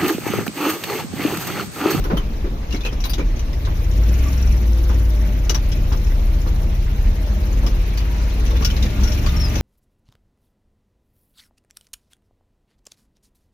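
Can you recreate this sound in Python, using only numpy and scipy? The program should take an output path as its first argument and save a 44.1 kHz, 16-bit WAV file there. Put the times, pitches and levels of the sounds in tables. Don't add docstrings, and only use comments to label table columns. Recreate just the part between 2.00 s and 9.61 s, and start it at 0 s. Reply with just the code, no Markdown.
import sys
import numpy as np
from scipy import signal
from scipy.fft import rfft, irfft, next_fast_len
from scipy.io import wavfile
from scipy.ndimage import uniform_filter1d

SR = 44100
rng = np.random.default_rng(int(sys.argv[2]) if len(sys.argv) > 2 else 0)


def log_audio(samples):
    frames = np.atleast_2d(samples).T
    limited = np.clip(frames, -1, 1)
    pcm = np.round(limited * 32767).astype(np.int16)
    wavfile.write(sys.argv[1], SR, pcm)


def voltage_ratio(level):
    return 10 ** (np.asarray(level, float) / 20)


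N = 335601

# (time [s], speed [engine cycles per s])
ENGINE_SPEED = [(0.0, 11.5), (.85, 11.6), (1.25, 12.9), (1.877, 13.9), (2.042, 18.21), (2.254, 21.85),
                (2.658, 18.92), (2.957, 18.95), (4.125, 13.25), (4.735, 14.38), (5.526, 17.14),
                (5.906, 16.37), (6.162, 17.77), (6.44, 17.66), (6.679, 21.24), (6.933, 19.61),
                (7.155, 22.76), (7.61, 22.82)]
# (time [s], level [dB])
ENGINE_LOAD = [(0.0, -17), (0.56, -25.5), (1.5, -23), (1.85, -14.5), (2.1, -10), (2.28, -8), (2.62, -12.5),
               (3.15, -13.5), (3.55, -17), (4.2, -11), (4.9, -18.5), (5.55, -15), (5.95, -17),
               (6.48, -15.5), (6.7, -13), (6.9, -15), (7.18, -9.5), (7.61, -10.5)]
SIDE_ORDERS = [-30, -29, -43, -35.5, -42, -41, -45, -48, -47]
# (frequency [Hz], gain [dB])
CABIN_BOOM = [(28, 0), (34, -4), (42, -4), (56, 0), (68, -11), (92, -16.5), (150, -21.5), (210, -34)]
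# (frequency [Hz], width [Hz], level over the firing [dB])
DASH_PANELS = [(340, 35, -25), (507, 30, -28), (611, 26, -40)]
SECOND_ORDER_DB = -23
IDLE_PER_S, SHIFT_S = 12.8, .03
SHAKE_SHARE = .3
MOUNT_PER_S, MOUNT_WIDTH_PER_S, MOUNT_DB = 14.2, 2.0, 7

# (time [s], peak level [dB], ring [Hz], clank over the peak [dB])
LATCH_RATTLES = [(0.925, -32.5, 5370, -12), (1.002, -27, 5660, -27), (1.181, -32, 6300, 5),
                 (1.36, -34, 6070, -23), (1.3915, -28, 5930, -34), (2.8994, -34, 5680, 2),
                 (3.5442, -16, 5640, -19), (3.922, -27.5, 5300, -7), (4.4703, -37, 4070, 12),
                 (5.664, -22.5, 5100, -5.5), (5.9732, -23, 4500, -8), (6.508, -32, 3544, 3),
                 (6.622, -27.5, 5450, 7), (6.647, -9, 5460, -32), (6.764, -24, 4060, -13),
                 (7.033, -19.5, 5800, -39), (7.0746, -24, 5430, -16), (7.1178, -21, 5400, -26),
                 (7.261, -24, 4380, 2.5)]
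# (time [s], peak level [dB], low ring [Hz], high ring [Hz], low ring over the peak [dB])
TRIM_TAPS = [(0.1954, -46, 3020, 6160, 9), (0.7067, -33.5, 2750, 4030, 5), (0.7236, -28, 2800, 5600, 4),
             (0.7444, -31.5, 2180, 5360, 7.5), (0.76, -32, 2170, 4080, -6), (0.8065, -33.5, 3520, 3860, 7),
             (0.8335, -40, 2550, 5630, 15), (0.8486, -28, 2720, 3900, 11.5), (1.53, -37, 2030, 5100, 3),
             (7.288, -35.5, 3550, 5400, 10), (0.8612, -29.5, 2510, 3300, 13), (0.8844, -57, 3100, 3600, 30),
             (1.0382, -21.5, 2300, 3950, -6), (1.1326, -19, 3260, 3630, -15), (1.1994, -40, 2380, 3700, 19),
             (1.6496, -31.5, 3500, 3827, 1), (3.494, -11, 3350, 5790, -24), (3.717, -26, 3310, 5220, -5),
             (4.0658, -34, 2618, 5230, 0), (6.4612, -29, 2640, 5770, -5), (6.5635, -33.5, 3500, 5770, 6),
             (6.7004, -29.5, 3040, 5253, 9), (6.825, -18, 2830, 3780, -38), (6.8585, -31.5, 1800, 3430, 5),
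             (7.1741, -36, 2340, 5660, 11), (7.554, -22, 2600, 5800, -7)]
# (time [s], peak level [dB], low ring [Hz], high ring [Hz], low ring over the peak [dB])
CLOSE_SNAPS = [
    (0.0399, -33.5, 1430, 5470, 12.5),
    (0.17, -32, 3060, 6000, 15),
    (1.0531, -26.5, 1000, 3820, 0),
    (1.095, -23, 1660, 4850, -14.5),
    (3.5077, -39, 1400, 5810, -6.5),
]
# (frequency [Hz], level [dB])
TRIM_MODES = [(1427, 3), (1814, -19), (2300, -17), (2907, 21.5), (3348, 23), (3865, 19.5), (4673, 16),
              (5464, -14), (5846, -24), (6207, -14), (6589, -4)]
LATCH_CLANK_HZ = 1146
LATCH_FIZZ_DB, TAP_FIZZ_DB, SNAP_FIZZ_DB = -31, -36, -13.5
FIZZ_SQUEEZE = 0.033

# (time [s], peak level [dB], ring [Hz], brightness [dB], length [s])
SUSPENSION_KNOCKS = [(0.044, -25, 362, -10.5, 0.067), (0.099, -22.5, 325, -5, 0.026),
                     (0.11, -19.5, 225, -27, 0.011), (0.128, -17, 159, -41, 0.03),
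                     (0.165, -24.5, 148, -7, 0.068), (0.441, -25.5, 318, -19, 0.043),
                     (0.731, -26, 238, -14, 0.068), (0.848, -27.5, 433, -8, 0.04),
                     (0.922, -27.5, 161, -20, 0.022), (1.049, -39, 151, -2, 0.052),
                     (1.178, -24.5, 205, -11, 0.02), (1.188, -23, 253, -18, 0.03),
                     (1.207, -25, 201, -23, 0.015), (1.669, -33.5, 151, -2, 0.025),
                     (2.891, -28, 167.2, -5.5, 0.043), (3.493, -21.5, 151, -15, 0.04),
                     (3.544, -34, 152, 2, 0.031), (3.913, -27.5, 152, -4, 0.039),
                     (4.458, -30, 150.6, -11, 0.033), (5.627, -23.5, 275.7, -21, 0.07),
                     (6.604, -25.5, 191, -14, 0.027), (6.836, -27, 274, -21, 0.024),
                     (7.024, -34, 157, -3, 0.042), (7.241, -36, 161, -1, 0.033),
                     (6.722, -30.5, 210, -28, 0.03), (7.1, -31.5, 205, -25, 0.03),
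                     (7.344, -32, 198, -25, 0.04), (6.529, -28.5, 477, -24, 0.03),
                     (7.555, -23, 223, -32, 0.022)]
# (start time [s], length [s], first pitch [Hz], last pitch
# [Hz], level [dB])
RUBBER_SQUEAKS = [(7.362, .027, 5430, 5370, -33), (7.396, .056, 5580, 5270, -29),
                  (7.434, .056, 5210, 4890, -31), (2.22, .034, 1150, 1160, -41),
                  (2.256, .036, 1160, 1185, -36), (7.07, .04, 5400, 5750, -36),
                  (7.25, .24, 1235, 1215, -45), (6.63, .08, 1432, 1432, -43),
                  (1.085, .047, 4500, 4800, -37), (7.05, .08, 1440, 1425, -42),
                  (7.255, .05, 1430, 1415, -40), (7.17, .33, 159, 162, -36), (7.08, .45, 595, 615, -45),
                  (6.05, .3, 960, 975, -48), (6.78, .12, 310, 265, -35)]
GRIP_S, GRIP_DB, SLIP_DB = .015, -10, -7

# (time [s], level [dB])
TRACK_SHAKE = [(0.0, 1.5), (0.25, -1), (1.4, -0.5), (2.3, 2), (2.7, 0), (4.0, 1), (5.0, 0), (6.3, 3),
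               (7.3, 4.5), (7.61, 5)]
# (frequency [Hz], density [dB per Hz])
THUD_COLOUR = [(8, -44), (18, -41), (27, 6), (38, -35), (55, 12.5), (80, -1), (120, -42), (160, -36)]
# (frequency [Hz], density [dB per Hz])
ROAR_COLOUR = [(53, -45), (90, -7.5), (103, -8), (172, -13.5), (287, -16), (385, -22.5), (600, -24),
               (956, -29), (1200, -31.5), (1560, -86), (2640, -120)]
# (frequency [Hz], density [dB per Hz])
HUM_COLOUR = [(410, -23), (700, -29), (791, 0.5), (960, -5), (1920, -4), (2080, -3.5), (3470, -8.5),
              (4040, -8), (4760, -11.5), (5830, -10.5), (7010, -15), (8000, -13), (10400, -26),
              (17600, -120)]
# (frequency [Hz], density [dB per Hz])
HISS_COLOUR = [(4880, -56), (8300, -26), (9290, -18), (10300, -6.5), (12300, -10), (13400, -7),
               (14100, -4.5), (14900, -10), (15500, -12)]
# (frequency [Hz], width [Hz], level over the hum [dB])
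BODY_PANELS = [(23.5, 4.1, 1), (35.65, 5.8, 15.5), (205.1, 11.4, -1), (290.5, 77, -5), (430, 29, -10),
               (605.5, 39, -11), (1202, 11, -21.5), (2490, 560, -13), (1415, 3.4, -23)]
# (frequency [Hz], width [Hz], level [dB], place in the cycle [0-1])
VALVE_TICKS = [(5660, 400, -41, 0.6), (10470, 400, -47, 0.45), (6770, 520, -43, 0.63),
               (14300, 2500, -60, 0.46), (14000, 2500, -56, 0.23)]
CRUISE_PER_S = 17
THUD_DB, THUD_LOAD, THUD_LUMP_DB = -27.5, 0.14, 1.5
ROAR_DB, ROAR_SHAKE = -34, 0.33
HUM_DB, HUM_DB_PER_CYCLE = -42.5, 0.3064
HISS_DB, HISS_DB_PER_CYCLE, HISS_LOAD = -50.5, 0.2, 0.57

# (frequency [Hz], likeness [0-1])
PORT_LIKENESS = [(60, 0.98), (130, 0.93), (290, 0.94), (640, 0.59), (1400, 0.16), (3100, 0.11),
                 (6800, 0.073), (15000, 0.18)]
# (frequency [Hz], level [dB])
PORT_TILT = [(60, 1), (200, .5), (380, -1), (700, -3), (1290, -1.5), (2380, 0), (4400, 5), (6400, 8),
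             (8300, 1), (9600, 6), (11500, 13), (13500, 22), (15500, 28)]
# (frequency [Hz], phase [radians])
PORT_LEAD = [(60, .08), (250, .3), (520, .6), (1120, 3.1), (4050, 12.3), (6550, 20.9), (16000, 50)]
# (frequency [Hz], gain [dB])
MIC_COLOUR = [(6600, -0.5), (7400, -8), (8300, -13.5), (9200, -2.5), (10000, -3), (15400, 3.5),
              (15850, -28), (16000, -47)]
# (frequency [Hz], level over the running level [dB])
DROP_LIMIT = [(6900, -30), (7500, 0), (9100, .5), (9800, -30)]


def engine():
    (speed,), (load_db,) = columns(ENGINE_SPEED), columns(ENGINE_LOAD)
    turns = np.cumsum(speed) / SR
    mount_db = MOUNT_DB * np.exp(-((speed - MOUNT_PER_S) / MOUNT_WIDTH_PER_S) ** 2)
    idle = np.clip(1 + IDLE_PER_S - speed, 0, 1)

    levels = [(2, SECOND_ORDER_DB - 3 * idle + 2.2 * wander(5))]
    for order, db in enumerate(SIDE_ORDERS, start=4):
        idle_db = 7 if order == 4 else -2
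        levels.append((order, db + mount_db + idle_db * idle + 1.8 * wander(6)))
    boom = np.zeros(N)
    for order, db in levels:
        phase = order * turns + SHIFT_S * (order - 3) * (speed - 14.5)
        phase += 0.46 * (order < 3) + (order > 7) * rng.random()
        boom += voltage_ratio(SHAKE_SHARE * (load_db + 7.5) + db) * np.cos(2 * np.pi * phase)

    firing_db = load_db + read(CABIN_BOOM, 3 * speed)
    pushes = sum(np.cos(2 * np.pi * 3 * k * turns) for k in range(4, 17))
    for hz, width, db in DASH_PANELS:
        boom += voltage_ratio(firing_db + db) * resonate(resonate(pushes, hz, width), hz, width)
    boom += voltage_ratio(firing_db) * np.cos(2 * np.pi * 3 * turns)
    return np.sqrt(2) * boom, turns


def rattle(db, low_hz, high_hz, low_db, fizz_db):
    shape = burst(.014, 0.12, 0.0015)
    drive = rng.standard_normal((2, len(shape))) * voltage_ratio(1.5 * rng.exponential(1, len(shape)))
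    rings = voltage_ratio(low_db - 3) * steep(drive, low_hz, 220) + voltage_ratio(-4) * steep(drive, high_hz, 450)
    panel = sum(voltage_ratio(level + 4 * rng.standard_normal()) * steep(drive, hz, 260) for hz, level in TRIM_MODES)
    crack = voltage_ratio(.4 * low_db) * steep(drive, 2600, 3500) + voltage_ratio(-4) * steep(drive, 5000, 3000)
    fizz = voltage_ratio(2) * steep(drive, 10300, 3000) + steep(drive, 13400, 3500)
    sound = rings + voltage_ratio(-9.5) * evened(panel) + crack + voltage_ratio(fizz_db + 11.0) * fizz
    return voltage_ratio(db - 7.0) * shape * sound


def knock(db, hz, bright_db, length):
    shape = burst(length, .085, .003 + .1 * length)
    drive = rng.standard_normal((2, len(shape)))
    body = steep(drive, hz, 128) + voltage_ratio(4.0) * steep(drive, 280, 500)
    slap = voltage_ratio(bright_db + 9.0) * steep(drive, 840, 850)
    return voltage_ratio(db - 4.5) * shape * (body + slap)


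def squeak(length, first_hz, last_hz, db):
    t = np.arange(0, length, 1 / SR)
    slips = 1 + .008 * np.round(wander(40)[:len(t)])
    hz = (first_hz + (last_hz - first_hz) * t / length) * slips
    fuzz = steep(rng.standard_normal((2, len(t))), hz, 0.015 * hz.mean())
    tone = np.sqrt(2) * np.sin(2 * np.pi * np.cumsum(hz) / SR) + .6 * fuzz
    swell_s = np.clip(GRIP_S, .005, length / 4)
    stroke_db = np.interp(t, [0, swell_s, length], [GRIP_DB, 0, SLIP_DB])
    stroke = voltage_ratio(db + stroke_db + 1.5 * wander(70)[:len(t)])
    return stroke * tone * signal.windows.tukey(len(t), .15)


def valve_ticks(turns, load_db, hiss_db):
    out = np.zeros((2, N))
    for hz, width, db, place in VALVE_TICKS:
        since = ((turns - place) % 1) / np.gradient(turns) / SR
        low = hz < 7000
        db += low * 1.4 * np.minimum(load_db + 12.5, 0)
        level_db = db + 3 * wander(9) + (.9 if low else .3) * (hiss_db + 52)
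        strike = voltage_ratio(level_db - 60 * since / .06) * np.minimum(since / .003, 1)
        out += strike * steep_pair(hz, width)
    return out


def road(turns):
    (speed,), (load_db,), (shake_db,) = columns(ENGINE_SPEED), columns(ENGINE_LOAD), columns(TRACK_SHAKE)
    working = np.clip(speed - IDLE_PER_S, 0, 1)
    faster = speed - CRUISE_PER_S
    thud_db = THUD_DB + THUD_LOAD * (load_db + 17.0) + THUD_LUMP_DB * wander(2.4)
    roar_db = ROAR_DB + ROAR_SHAKE * shake_db
    hum_db = HUM_DB + shake_db + HUM_DB_PER_CYCLE * faster
    hiss_db = HISS_DB + HISS_DB_PER_CYCLE * faster + HISS_LOAD * (load_db + 14.5)
    breath_db = np.cos(2 * np.pi * (turns - .55)) + .5 * np.cos(2 * np.pi * (4 * turns - .1))
    breath_db *= working

    out = voltage_ratio(thud_db) * noise(THUD_COLOUR, size=8192, patchy_db=1, flicker_db=1.5)
    out += voltage_ratio(roar_db + 1.5) * noise(ROAR_COLOUR, size=2048, patchy_db=1.5, flicker_db=.7)
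    out += voltage_ratio(hum_db + 2.0 + 0.23 * breath_db) * noise(HUM_COLOUR, size=512, patchy_db=2.0, flicker_db=.5)
    out += voltage_ratio(hiss_db + 2.8 * breath_db) * noise(HISS_COLOUR, size=512, patchy_db=2.2, flicker_db=1)
    for hz, width, db in BODY_PANELS:
        out += voltage_ratio(hum_db + db + 4 * wander(4)) * steep(rng.standard_normal(N), hz, 1.5 * width)
    return out + working * valve_ticks(turns, load_db, hiss_db)


def noise(colour, size, patchy_db, flicker_db):
    frames, hz = 4 * N // size + 5, np.fft.rfftfreq(size, 1 / SR)
    a, b, c, d, patches = rng.standard_normal((frames, len(hz), 5)).T
    patches = uniform_filter1d(uniform_filter1d(patches, size=8, axis=0), size=8, axis=1)
    flicker = evened(uniform_filter1d(rng.standard_normal(frames), size=4))
    outside = (hz < colour[0][0]) | (hz > colour[-1][0])
    shape_db = np.where(outside, -120, read(colour, hz))
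    level = voltage_ratio(shape_db[:, None] + patchy_db * evened(patches) + flicker_db * flicker)
    z = np.array([a + 1j * b, c + 1j * d]) * level
    return evened(signal.istft(z, nperseg=size, noverlap=size - size // 4)[1][:, :N])


def burst(length, fall_s, rise_s):
    t = np.arange(round((length + fall_s) * SR)) / SR
    return np.minimum(t / rise_s, 1) * voltage_ratio(-250 * t - 60 * np.maximum(t - length, 0) / fall_s)


def resonate(x, hz, width):
    turn = np.exp(2j * np.pi * np.cumsum(hz * np.ones(x.shape[-1])) / SR)
    r = np.exp(-np.pi * width / SR)
    return 2 * (turn * signal.lfilter([1 - r], [1, -r], x / turn + 1e-18)).real


def steep(x, hz, width):
    return evened(resonate(resonate(x, hz, width), hz, width))


def steep_pair(hz, width):
    return steep(rng.standard_normal((2, N)), hz, width)


def wander(per_s):
    knots = rng.standard_normal(400)
    return np.interp(np.arange(N) / SR * per_s, np.arange(400), knots) * 1.22


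def evened(x):
    return x / np.sqrt(np.mean(x ** 2) + 1e-20)


def read(points, hz):
    f, value = np.transpose(points)
    return np.interp(np.log(hz + 1), np.log(f + 1), value)


def columns(rows):
    s, *values = np.transpose(rows)
    return [np.interp(np.arange(N) / SR, s, v) for v in values]


def add(mix, s, sound):
    part = mix[:, round(s * SR):][:, :sound.shape[1]]
    part += sound[:, :part.shape[1]]


def scene():
    boom, turns = engine()
    mix = road(turns)
    mix[0] += boom
    latch = [(s, db, LATCH_CLANK_HZ, hz, clank_db) for s, db, hz, clank_db in LATCH_RATTLES]
    for rows, fizz_db in [(latch, LATCH_FIZZ_DB), (TRIM_TAPS, TAP_FIZZ_DB), (CLOSE_SNAPS, SNAP_FIZZ_DB)]:
        for s, db, *rings in rows:
            add(mix, s, rattle(db, *rings, fizz_db - FIZZ_SQUEEZE * (db + 40)))
    for s, *row in SUSPENSION_KNOCKS:
        add(mix, s, knock(*row))
    for s, *row in RUBBER_SQUEAKS:
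        add(mix, s, squeak(*row))
    return mix


def bin_gate(x):
    hz, _, z = signal.stft(x, SR, nperseg=1024)
    power = uniform_filter1d(uniform_filter1d(abs(z) ** 2, size=3, axis=1), size=3, axis=2)
    running = np.exp(uniform_filter1d(np.log(power + 1e-20), size=13, axis=2))
    limit = voltage_ratio(2 * read(DROP_LIMIT, hz))[:, None] * running
    gain = np.where(power < limit, voltage_ratio(-22), 1)
    return signal.istft(z * gain, nperseg=1024)[1][:, :N]


def top_cut(x):
    return signal.sosfilt(signal.butter(12, 16320, fs=SR, output="sos"), x)


def record(dry):
    size = next_fast_len(N + 4096)
    hz, (shared, other) = np.fft.rfftfreq(size, 1 / SR), rfft(dry, size)
    same, tilt_db = np.clip(read(PORT_LIKENESS, hz), 0, 1), read(PORT_TILT, hz)
    left = shared * np.sqrt(2 / (1 + voltage_ratio(-2 * tilt_db)))
    late = shared * np.exp(-1j * np.interp(hz, *np.transpose(PORT_LEAD)))
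    right = (same * late + np.sqrt(1 - same ** 2) * other) * np.sqrt(2 / (1 + voltage_ratio(2 * tilt_db)))
    ports = irfft(np.array([left, right]) * voltage_ratio(read(MIC_COLOUR, hz)), size)[:, :N]
    return top_cut(bin_gate(ports))


dry = scene()
out = record(dry)
log_audio(out)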